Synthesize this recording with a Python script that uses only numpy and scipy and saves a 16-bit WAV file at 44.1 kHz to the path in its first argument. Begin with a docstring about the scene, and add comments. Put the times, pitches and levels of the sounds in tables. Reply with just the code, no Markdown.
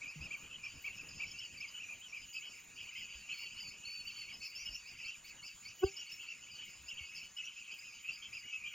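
"""Rolled, arching calls of bee-eaters roosting in trees across still water at dusk, near ones over a crowd.
Higher birds whistle, chip and swoop among them. Each call is a gliding near-sine, scattered by leaves
and water. Insects hiss and rasp over a light breeze; a hollow pop and soft bumps come from close by.
The stereo image is widest in the upper treble and narrows to centre near 2 and 6 kHz."""
import sys
import numpy as np
from scipy import signal
from scipy.fft import rfft, irfft, next_fast_len
from scipy.io import wavfile
from scipy.ndimage import uniform_filter1d

SR = 44100
rng = np.random.default_rng(int(sys.argv[2]) if len(sys.argv) > 2 else 0)


def output_pcm(signal):
    """Save a mono or channel-first signal as 16-bit PCM at the path in sys.argv[1].

    Samples are clipped to [-1, 1] before scaling.
    """
    pcm = np.clip(np.atleast_2d(signal).T, -1, 1) * 32767
    wavfile.write(sys.argv[1], SR, np.round(pcm).astype(np.int16))


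N = 385434

# Near bee-eaters. Each row: start in seconds, length in seconds, level in dB, turn pitch in Hz,
# arch height in Hz (negative dips).
BEE_EATER_CALLS = [(.009, 0.027, -45.5, 2276, 17), (0.02, 0.094, -47.5, 2344, -250),
                   (0.108, 0.035, -52.5, 2300, -200), (.207, 0.072, -48.5, 2810, 423),
                   (.304, 0.057, -42.5, 2570, 329), (0.405, 0.075, -58.5, 2430, -4),
                   (0.497, 0.044, -55, 2700, 100), (0.527, 0.043, -49, 3040, 148),
                   (0.631, .047, -44, 2475, 144), (0.645, 0.05, -57, 2800, 73),
                   (0.84, 0.052, -42.5, 2536, 358), (0.857, 0.062, -53, 2720, 0),
                   (.973, 0.052, -50, 2640, 238), (1.173, 0.086, -56, 2830, 222),
                   (1.197, .054, -41, 2560, 328), (1.337, 0.11, -55, 2765, 102),
                   (1.379, .091, -49, 3070, 287), (1.542, .054, -54.5, 2630, 411),
                   (1.602, 0.059, -45, 2582, 410), (1.739, .058, -48.5, 2800, -280),
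                   (1.795, 0.058, -47, 2735, 364), (1.883, .063, -47.5, 2507, 148),
                   (2.01, 0.069, -54.5, 3180, 243), (2.122, .065, -45.5, 2570, 288),
                   (2.342, 0.058, -45.5, 2610, 80), (2.348, 0.036, -50, 2980, 125.5),
                   (2.418, 0.077, -51, 3022, 87), (2.751, 0.079, -58, 3030, 365),
                   (2.874, 0.047, -58, 2940, 304), (2.921, 0.059, -53, 2560, 70),
                   (2.953, 0.074, -50.5, 3080, 33), (3.021, 0.094, -59.5, 2840, -180),
                   (3.097, 0.021, -55, 2750, 300), (3.285, 0.068, -48, 2890, 642),
                   (3.289, 0.044, -46.5, 3043, 423), (3.302, 0.032, -44, 2607, 195),
                   (3.386, .093, -49.5, 2880, 178), (3.572, 0.044, -48.5, 3020, 383),
                   (3.83, .053, -51.5, 2760, 242), (3.886, 0.049, -56, 2770, 426),
                   (4.049, 0.064, -48.5, 2910, 299), (4.176, 0.077, -55.5, 3050, 721),
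                   (4.28, 0.047, -50.5, 2450, 277), (4.411, 0.061, -50.5, 2488, -150),
                   (4.553, 0.089, -56, 2647, -91), (4.624, 0.086, -65, 2970, 307),
                   (4.655, 0.044, -44, 2870, 43), (4.741, 0.033, -46.5, 2763, 112),
                   (4.853, 0.071, -55, 2790, 384), (4.985, 0.035, -48, 2586, 149),
                   (5.022, 0.089, -48.5, 2587, -160), (5.093, 0.07, -54.5, 2950, 644),
                   (5.241, 0.084, -60, 2950, 688), (5.295, 0.021, -57, 2600, 100),
                   (5.437, 0.086, -55, 2815, 252), (5.664, 0.072, -66, 2820, 440.5),
                   (5.789, .043, -56, 2920, -26), (5.824, 0.074, -51.5, 3060, 589.5),
                   (5.965, .074, -49, 2993, 220), (6.097, 0.039, -50, 2625, -270),
                   (6.191, 0.06, -51, 3050, 534.5), (6.281, 0.05, -45.5, 2740, 54),
                   (6.582, .071, -50.5, 2900, -180), (6.633, 0.071, -57, 2824, 12),
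                   (6.879, 0.051, -46, 2975, 319), (6.967, 0.037, -45, 3045, 383),
                   (6.991, 0.066, -54.5, 2224, 7), (7.026, 0.14, -55, 2514, -100),
                   (7.158, 0.086, -53.5, 2574, -230), (7.363, 0.055, -45, 2950, 90),
                   (7.381, 0.039, -47, 2590, 62), (7.426, .065, -49, 2860, 352),
                   (7.467, 0.037, -49, 2940, 0), (7.559, 0.073, -51, 2823, 383.5),
                   (7.673, 0.077, -50, 2430, -220), (7.706, 0.04, -51.5, 3030, 270),
                   (7.829, 0.086, -55.5, 2556, 108), (8.038, 0.083, -48, 2580, 104),
                   (8.077, 0.037, -39.5, 2663, -52), (8.218, 0.054, -51, 3053, -120),
                   (8.322, 0.067, -47.5, 2703, 370), (8.436, 0.1, -51.5, 2867, -3),
                   (8.523, 0.048, -41, 2555, -26), (8.564, 0.072, -55.5, 2433, -100),
                   (8.637, 0.051, -44.5, 2380, -29), (8.66, 0.057, -52.5, 3114, 20)]
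# Higher birds. Each row: start in seconds, length in seconds, level in dB, mid pitch in Hz, glide in Hz.
WHISTLES = [(0.076, 0.044, -57, 4950, 193), (0.206, 0.06, -58, 5000, 492), (0.629, .04, -55.5, 5280, 300),
            (.672, 0.04, -64, 4720, -150), (0.731, .04, -66, 5080, 498), (0.962, 0.031, -62.5, 4950, 500),
            (1.084, 0.017, -51, 5000, 337), (1.147, 0.069, -59, 5020, 203), (1.26, 0.037, -56, 5280, 500),
            (1.307, 0.02, -51, 5100, 400), (1.384, 0.02, -49, 5200, 800), (1.446, 0.012, -47.5, 4850, -880),
            (1.567, 0.03, -54.5, 4660, -1000), (1.598, 0.02, -50.5, 5060, 422),
            (1.675, 0.023, -54.5, 4880, 200), (1.828, 0.072, -65, 5760, 304),
            (2.078, .045, -62, 5450, -150), (2.157, 0.098, -62.5, 4980, -100),
            (2.328, 0.065, -53.5, 4870, -140), (2.482, 0.036, -64.5, 5360, 4), (2.745, .05, -70, 4700, 0),
            (2.962, 0.057, -58.5, 5010, 39), (3.1, .12, -63.5, 4685, -100),
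            (3.319, 0.049, -53.8, 4390, 197), (3.363, .113, -54.5, 4450, 198),
            (3.366, 0.084, -58, 4890, -51), (3.561, 0.047, -56.5, 4450, 142),
            (3.594, 0.11, -51.5, 4670, -580), (3.848, .059, -48, 4430, 150), (3.902, 0.12, -49, 4510, -100),
            (4.064, 0.027, -47, 4530, -53), (4.103, 0.055, -55.5, 4430, 348),
            (4.161, 0.075, -49.5, 4486, -140), (4.198, 0.073, -59, 4570, -470),
            (4.322, 0.038, -53, 5010, 43), (4.398, 0.077, -56.5, 4390, -100),
            (4.414, 0.073, -58, 5360, 278), (4.423, .064, -50.5, 4980, 285), (4.543, .036, -51, 5020, 330),
            (4.552, 0.079, -51.5, 5580, 900), (4.646, 0.036, -47.5, 5180, -2),
            (4.703, 0.069, -54, 5500, 898), (4.736, 0.03, -46.5, 5170, 390), (4.867, 0.055, -57, 4860, 90),
            (4.992, 0.047, -61, 5150, 700), (5.833, 0.049, -55, 4800, -170), (5.958, 0.053, -52, 5400, 601),
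            (5.962, 0.021, -51, 4870, 55.5), (6.11, 0.04, -49.5, 5230, 752),
            (6.509, 0.063, -55.5, 4650, -450), (6.682, .11, -65, 4970, -50), (6.867, 0.041, -54, 5010, 771),
            (7.01, 0.12, -65, 4830, 800), (7.147, 0.046, -51.5, 4900, -950),
            (7.159, 0.071, -60, 5310, -300), (7.366, 0.023, -55, 5130, 88), (7.44, 0.037, -55, 5680, 504),
            (7.53, 0.086, -67.5, 5020, -200), (7.705, .031, -57, 4770, 122),
            (7.783, 0.021, -54.5, 4950, 92), (7.813, 0.16, -62.5, 4960, -200),
            (8.111, 0.056, -53.5, 4820, 322), (8.327, 0.087, -55.5, 4930, 0),
            (8.511, 0.037, -64.5, 4930, 700)]
# One bird's repeated swoop. Each row: start in seconds, level in dB.
SWOOPS = [(4.854, -61), (5.045, -50.5), (5.243, -57.5), (5.426, -54), (5.651, -51), (5.861, -55.5),
          (6.064, -56), (6.266, -59.5)]
# Swoop contour. Each row: offset in seconds, pitch in Hz, gain in dB.
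SWOOP_SHAPE = [(0, 4330, -8), (.006, 4420, 0), (.026, 4750, -4), (.035, 5250, -5), (.041, 6050, -2),
               (.044, 6100, -30), (.051, 6100, -30), (.054, 6000, -3), (.058, 5200, -9), (.063, 3700, -14),
               (.068, 3000, -28)]
# Far crowd before hushing. Each row: time in seconds, bee-eater level in dB, higher-bird level in dB.
CROWD_LEVELS = [(0, -59, -69), (.6, -55.5, -66), (.9, -54, -56), (1.45, -55, -62.5), (2.05, -58, -74),
                (2.3, -53, -73), (2.58, -52.5, -53), (2.68, -59, -94), (2.76, -45.5, -54),
                (3.24, -51.5, -64), (3.72, -52, -59), (3.81, -55, -78), (3.89, -51.5, -65),
                (4.14, -56, -67), (4.22, -51, -66), (4.39, -54.5, -61), (4.6, -52.5, -55),
                (4.81, -60, -64.5), (5.09, -49, -58), (5.22, -66.5, -85), (5.29, -58, -53),
                (5.37, -54, -86), (5.46, -54, -52), (5.57, -65, -67), (5.67, -50.5, -57), (5.76, -63, -74),
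                (5.84, -55.5, -63), (6.28, -53.5, -65.5), (6.39, -57.5, -59), (6.46, -49.5, -63),
                (6.83, -57.5, -63.5), (6.92, -55, -64), (7.25, -52, -60), (7.32, -68, -69), (7.4, -58, -73),
                (7.899, -52.5, -63), (8.3, -55, -62), (8.74, -51, -81)]
# Pop partials. Each row: harmonic number, level in dB, relative ring level in dB.
POP_PARTIALS = [(1, -20.5, -20.5), (2, -36, -16.5), (3, -39.5, -23.5), (4, -42, -22.5)]
# Near bumps. Each row: start in seconds, level in dB, pitch in Hz, T60 in seconds.
BUMPS = [(0.157, -43, 151.7, 0.26), (0.201, -39.5, 72.7, 0.16), (3.148, -49, 59.3, 0.2),
         (4.619, -57, 54.6, 0.23), (4.687, -49.5, 44.5, 0.31), (5.842, -20.5, 70, 0.055),
         (6.79, -57.5, 67, 0.4), (7.007, -44.5, 72, 0.11)]
# Katydid stroke pairs. Each row: first stroke's centre in seconds, relative level in dB.
STROKE_PAIRS = [(.373, -70), (.826, -63), (2.297, -67), (2.42, -76), (2.603, -70), (2.82, -73),
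                (2.939, -74), (2.99, -70), (3.345, -69), (3.39, -69), (4.056, -69), (4.465, -67),
                (5.253, -66), (5.51, -74), (5.763, -71), (5.8, -66), (6.118, -67), (6.66, -67.5),
                (7.22, -75), (7.748, -69), (8.03, -72), (8.686, -71)]
# Evening air with the insect band. Each row: frequency in Hz, relative density in dB.
AIR_SPECTRUM = [(25, -50.5), (45, -7.5), (70, -9.5), (190, -12), (400, -20.5), (800, -22.5), (1200, -17.5),
                (2000, -17), (3800, -20.5), (5900, -20), (6900, -5), (7600, -17.5), (9000, -22.5),
                (11500, -33), (15800, -30)]
# Breeze. Each row: time in seconds, bass gain in dB.
BREEZE = [(0, 3), (1.201, 7.5), (1.702, -1), (4, 2), (6.297, -3), (6.999, 0), (7.6, -4), (8.74, -2.5)]
# Stereo side noise. Each row: frequency in Hz, level relative to the air in dB.
SIDE_SPECTRUM = [(60, -11), (300, -16.5), (700, -12), (1400, -25.5), (2400, -38.5), (7000, -15),
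                 (15000, -22.5)]
# Stereo phase spread by frequency; the image narrows to centre near 2 and 6 kHz.
# Each row: frequency in Hz, left-right phase in half cycles (capped at 1 in use).
PHASE_SPREAD = [(60, .07), (300, 0.11), (1300, 0.36), (1900, 0.033), (2800, 0.15), (3700, 0.14),
                (4600, 0.17), (5800, .01), (6600, 0.17), (7200, 0.21), (7900, 1.28), (9300, 0.96),
                (10500, 0.56), (15600, 0.41)]


def bee_eaters(voice, turn_share=.48, fall_ratio=1.15):
    """Near rolled calls: pitch arches to a turn, then returns just past its start."""
    calls = [(s, turn_share * length_s, (1 - turn_share) * length_s, db,
              hz - arch_hz, hz, hz - fall_ratio * arch_hz)
             for s, length_s, db, hz, arch_hz in BEE_EATER_CALLS]
    return near_birds(calls, voice)


def whistlers(voice, bow=.012):
    """Whistles and chips: one slightly bowed glide each."""
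    calls = [(s, length_s / 2, length_s / 2, db,
              hz * (1 - bow) - glide_hz / 2, hz * (1 + bow), hz * (1 - bow) + glide_hz / 2)
             for s, length_s, db, hz, glide_hz in WHISTLES]
    return near_birds(calls, voice)


def near_birds(calls, voice):
    """Single calls at set times; the loudest tremble least."""
    out = np.zeros(N)
    for (s, first_s, second_s, db, *contour_hz), luck in zip(calls, rng.random((len(calls), 3))):
        luck[2] *= np.clip((-40 - db) / 16, 0, 1)
        add(out, s, amp(db) * call(first_s, second_s, contour_hz, luck, **voice))
    return out


def call(first_s, second_s, contour_hz, luck, cut_depth, gap_s, flick, tremble, waver, partials_db):
    """Trembling near-sine on a two-leg glide; the roll cuts it twice, flicking up before each cut."""
    t = np.arange(max(round((first_s + second_s) * SR), 8)) / SR
    since_cut_s = t - first_s - gap_s * (np.array([[-.6], [.4]]) + .43 * (np.c_[luck[:2]] - .5))
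    hz = np.interp(t, [0, first_s, first_s + second_s], contour_hz)
    hz *= 1 + flick * (np.exp(np.minimum(since_cut_s, 0) / .0015) * (since_cut_s < 0)).sum(0)
    shake = luck[2] * np.sin(2 * np.pi * (125 * (1 + luck[0]) * t + luck[1]))
    sway = np.sin(2 * np.pi * (24.2 * t + luck[1]))
    cycles = np.cumsum(hz * (1 + tremble * shake + waver * sway)) / SR + luck[2]
    tone = np.sin(2 * np.pi * cycles)
    tone += sum(amp(db) * np.sin(2 * np.pi * ratio * cycles) for ratio, db in partials_db.items())
    cuts = (1 - cut_depth * np.exp(-((since_cut_s - .002) / .0028) ** 2)).prod(0)
    fades = np.minimum(t / .009, 1) * np.minimum((t[-1] - t) / .008, 1)
    return unit_rms(tone * cuts * (1 + .5 * shake)) * fades


def swoops():
    """Steepening rise, break, snap down; weak second harmonic, strong suboctave."""
    s, hz, db = np.transpose(SWOOP_SHAPE)
    out, t = np.zeros(N), np.arange(0, s[-1], 1 / SR)
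    phase = 2 * np.pi * np.cumsum(np.interp(t, s, hz)) / SR
    tone = np.sin(phase) + amp(-24.5) * np.sin(2 * phase) + amp(-1.5) * np.sin(phase / 2)
    swoop = np.sqrt(2) * amp(np.interp(t, s, db)) * tone
    for start_s, level_db in SWOOPS:
        add(out, start_s, amp(level_db) * swoop)
    return out


def crowd(gain_db, voice, column, count, low_hz, high_hz, arch, leg_s, spread_db):
    """Far birds: overlapping calls at random times, levelled, then shaped by the crowd's contour."""
    out = np.zeros(N)
    for when, pitch, loudness, bend, *luck in rng.random((count, 7)):
        hz = low_hz + (high_hz - low_hz) * pitch
        contour_hz = [hz * (1 - arch), hz, hz * (1 - arch * 1.462 * bend)]
        sound = call(leg_s * (.5756 + .791 * bend), leg_s, contour_hz, luck, **voice)
        add(out, when * N / SR, amp(spread_db * loudness) * sound)
    out /= np.sqrt(uniform_filter1d(out ** 2, 4000) + .15 * np.mean(out ** 2))
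    levels = np.transpose(CROWD_LEVELS)
    return out * amp(np.interp(np.arange(N) / SR, levels[0], levels[column]) + gain_db)


def hush_db(near, floor_db, knee_db, window_s=.028, linger_s=.042):
    """Crowd gain: joins in with the near birds, lingers, sinks between their calls."""
    pole = np.exp(-1 / (linger_s * SR))
    power = uniform_filter1d(near ** 2, round(window_s * SR)).clip(0)
    power = signal.lfilter([1 - pole], [1, -pole], power)
    return floor_db / (1 + power / amp(knee_db) ** 2)


def foliage(x, wet_db, t60_s=.14):
    """Leaves and water scatter each call into a short trail of echoes."""
    slots = np.arange(150, SR // 3, 20)
    taps = np.zeros(SR // 3 + 20)
    echoes = rng.choice([-1., 1.], len(slots)) * amp(-60 * slots / SR / t60_s)
    taps[slots + rng.integers(0, 20, len(slots))] = echoes
    return x + amp(wet_db) * signal.oaconvolve(x, taps / np.linalg.norm(taps))[:N]


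def pop(at_s=5.8408, hz=378, rise_s=.005, fall_s=.0052):
    """Hollow pop: swells, slides slightly up, dies, rings on faintly."""
    out, t = np.zeros(N), np.arange(-SR // 10, SR // 5) / SR
    cycles = hz * (t + .03 * .01 * np.log(np.cosh(t / .01)))
    for k, db, ring_db in POP_PARTIALS:
        age_s = t + .0014 * (k > 1)  # upper partials peak first
        swell = 2 / (np.exp(-age_s / rise_s) + np.exp(age_s / fall_s * k))
        ring = amp(ring_db) * np.exp(-abs(t - .028) / .018) * (t > 0)
        tone = np.cos(2 * np.pi * k * cycles + np.pi * (k + 1))
        add(out, at_s + t[0], amp(db) * (swell + ring) * tone)
    return out


def bumps(attack_s=.0075):
    """Dull damped tones; pitch sags as the blow lets go."""
    out, t = np.zeros(N), np.arange(SR // 2) / SR
    for s, db, hz, t60_s in BUMPS:
        cycles = hz * (t + .0055 * (1 - np.exp(-t / .0016)))
        envelope = amp(db - 60 * t / t60_s) * (1 - np.exp(-t / attack_s))
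        add(out, s, envelope * np.sin(2 * np.pi * cycles))
    return out


def katydid(width_s=.0078, gap_s=.041, ticks_per_s=40):
    """Paired strokes of grainy top-treble hiss, over stray ticks."""
    envelope, t = np.zeros(N), np.arange(-SR // 20, SR // 10) / SR
    stroke = np.exp(-abs(t) / width_s) + .16 * np.exp(-abs(t) / .05)
    for s, db in STROKE_PAIRS:
        add(envelope, s + t[0], amp(db) * stroke)
        add(envelope, s + gap_s + t[0], amp(db - .5) * stroke)
    tick_db = -63 + 6.2 * np.minimum(rng.exponential(1, N), 4)
    ticks = amp(tick_db) * (rng.random(N) < ticks_per_s / SR)
    grain = amp(2.5 * drift(N, 40))
    hiss = highpass(grain * rng.standard_normal(N), order=3, hz=14000)
    return amp(7) * envelope * unit_rms(hiss) + highpass(ticks, order=2, hz=8500)


def air(level_db=-59):
    """Insect hiss and light wind: noise with drifting patches and gusty bass. 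Returns mid and side."""
    frames, hz = (N // 128 + 5) // 2, np.fft.rfftfreq(1024, 1 / SR)[:, None]
    mid_re, mid_im, side_re, side_im, patches = rng.standard_normal((frames, 513, 5)).T
    patches = unit_rms(uniform_filter1d(uniform_filter1d(patches, 14, 0), 8, 1))
    gust_db = 2.2 * drift(frames, 10) + np.interp(np.arange(frames) * 256 / SR, *np.transpose(BREEZE))
    db = log_interp(AIR_SPECTRUM, hz) + 2.59 * patches + gust_db / (1 + (hz / 900) ** 2)
    db += 2.6 * drift(frames, 5) / (1 + (9000 / (hz + 1)) ** 6)  # top treble flickers as one
    side_gain = amp(log_interp(SIDE_SPECTRUM, hz))
    spectra = amp(db) * np.array([mid_re + 1j * mid_im, (side_re + 1j * side_im) * side_gain])
    mid_side = signal.istft(spectra, nperseg=1024, noverlap=768)[1][:, :N]
    return amp(level_db) * mid_side / np.sqrt(np.mean(mid_side[0] ** 2))


def amp(db):
    """dB to gain."""
    return 10 ** (np.asarray(db) / 20)


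def unit_rms(x):
    """Scales to rms 1."""
    return x / np.sqrt(np.mean(x ** 2) + 1e-20)


def drift(count, width):
    """Smoothed noise, rms 1."""
    return unit_rms(uniform_filter1d(rng.standard_normal(count), width))


def highpass(x, order, hz):
    """Butterworth high-pass."""
    return signal.sosfilt(signal.butter(order, hz, "high", fs=SR, output="sos"), x)


def log_interp(points, hz):
    """Interpolates on a log-frequency axis."""
    point_hz, values = np.transpose(points)
    return np.interp(np.log(hz + 1), np.log(point_hz + 1), values)


def add(mix, start_s, sound):
    """Mixes a sound in."""
    part = mix[max(round(start_s * SR), 0):][:len(sound)]
    part += sound[:len(part)]


def scene():
    """Birds through foliage, over pop, bumps, insects and air; stereo."""
    rolled = dict(cut_depth=.9, gap_s=.015, flick=.16, tremble=.03, waver=0,
                  partials_db={.5: -28, 2: -26})
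    clear = dict(cut_depth=.99, gap_s=.02, flick=.03, tremble=.035, waver=.011,
                 partials_db={2: -27, 2.5: -23})
    rolls = bee_eaters(rolled)
    whistles = whistlers(clear) + swoops()
    near = rolls + whistles
    far = crowd(hush_db(near, floor_db=-7, knee_db=-56), rolled, column=1, count=650,
                low_hz=2456, high_hz=3153, arch=.18, leg_s=.028, spread_db=8)
    far += crowd(hush_db(whistles, floor_db=-11, knee_db=-64), clear, column=2, count=500,
                 low_hz=4510, high_hz=5267, arch=.0398, leg_s=.02176, spread_db=3.5)
    mid, side = air()
    mid += foliage(near, wet_db=-7) + foliage(far, wet_db=-4)
    mid += pop() + bumps() + katydid()
    return np.array([mid + side, mid - side])


def record(dry):
    """Spreads left and right in phase by frequency, then low-passes."""
    size, cutoff_hz = next_fast_len(N + 4096), 15830
    shift_rad = np.pi / 2 * np.clip(log_interp(PHASE_SPREAD, np.fft.rfftfreq(size, 1 / SR)), 0, 1)
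    mid, side = rfft(dry[0] + dry[1], size) / 2, rfft(dry[0] - dry[1], size) / 2
    stereo = irfft([mid * np.exp(1j * shift_rad) + side, mid * np.exp(-1j * shift_rad) - side], size)
    lowpass = signal.firwin(1023, cutoff_hz, window=("kaiser", 9), fs=SR)
    return signal.oaconvolve(stereo[:, :N], lowpass[None], "same")


dry = scene()
out = record(dry)
output_pcm(out)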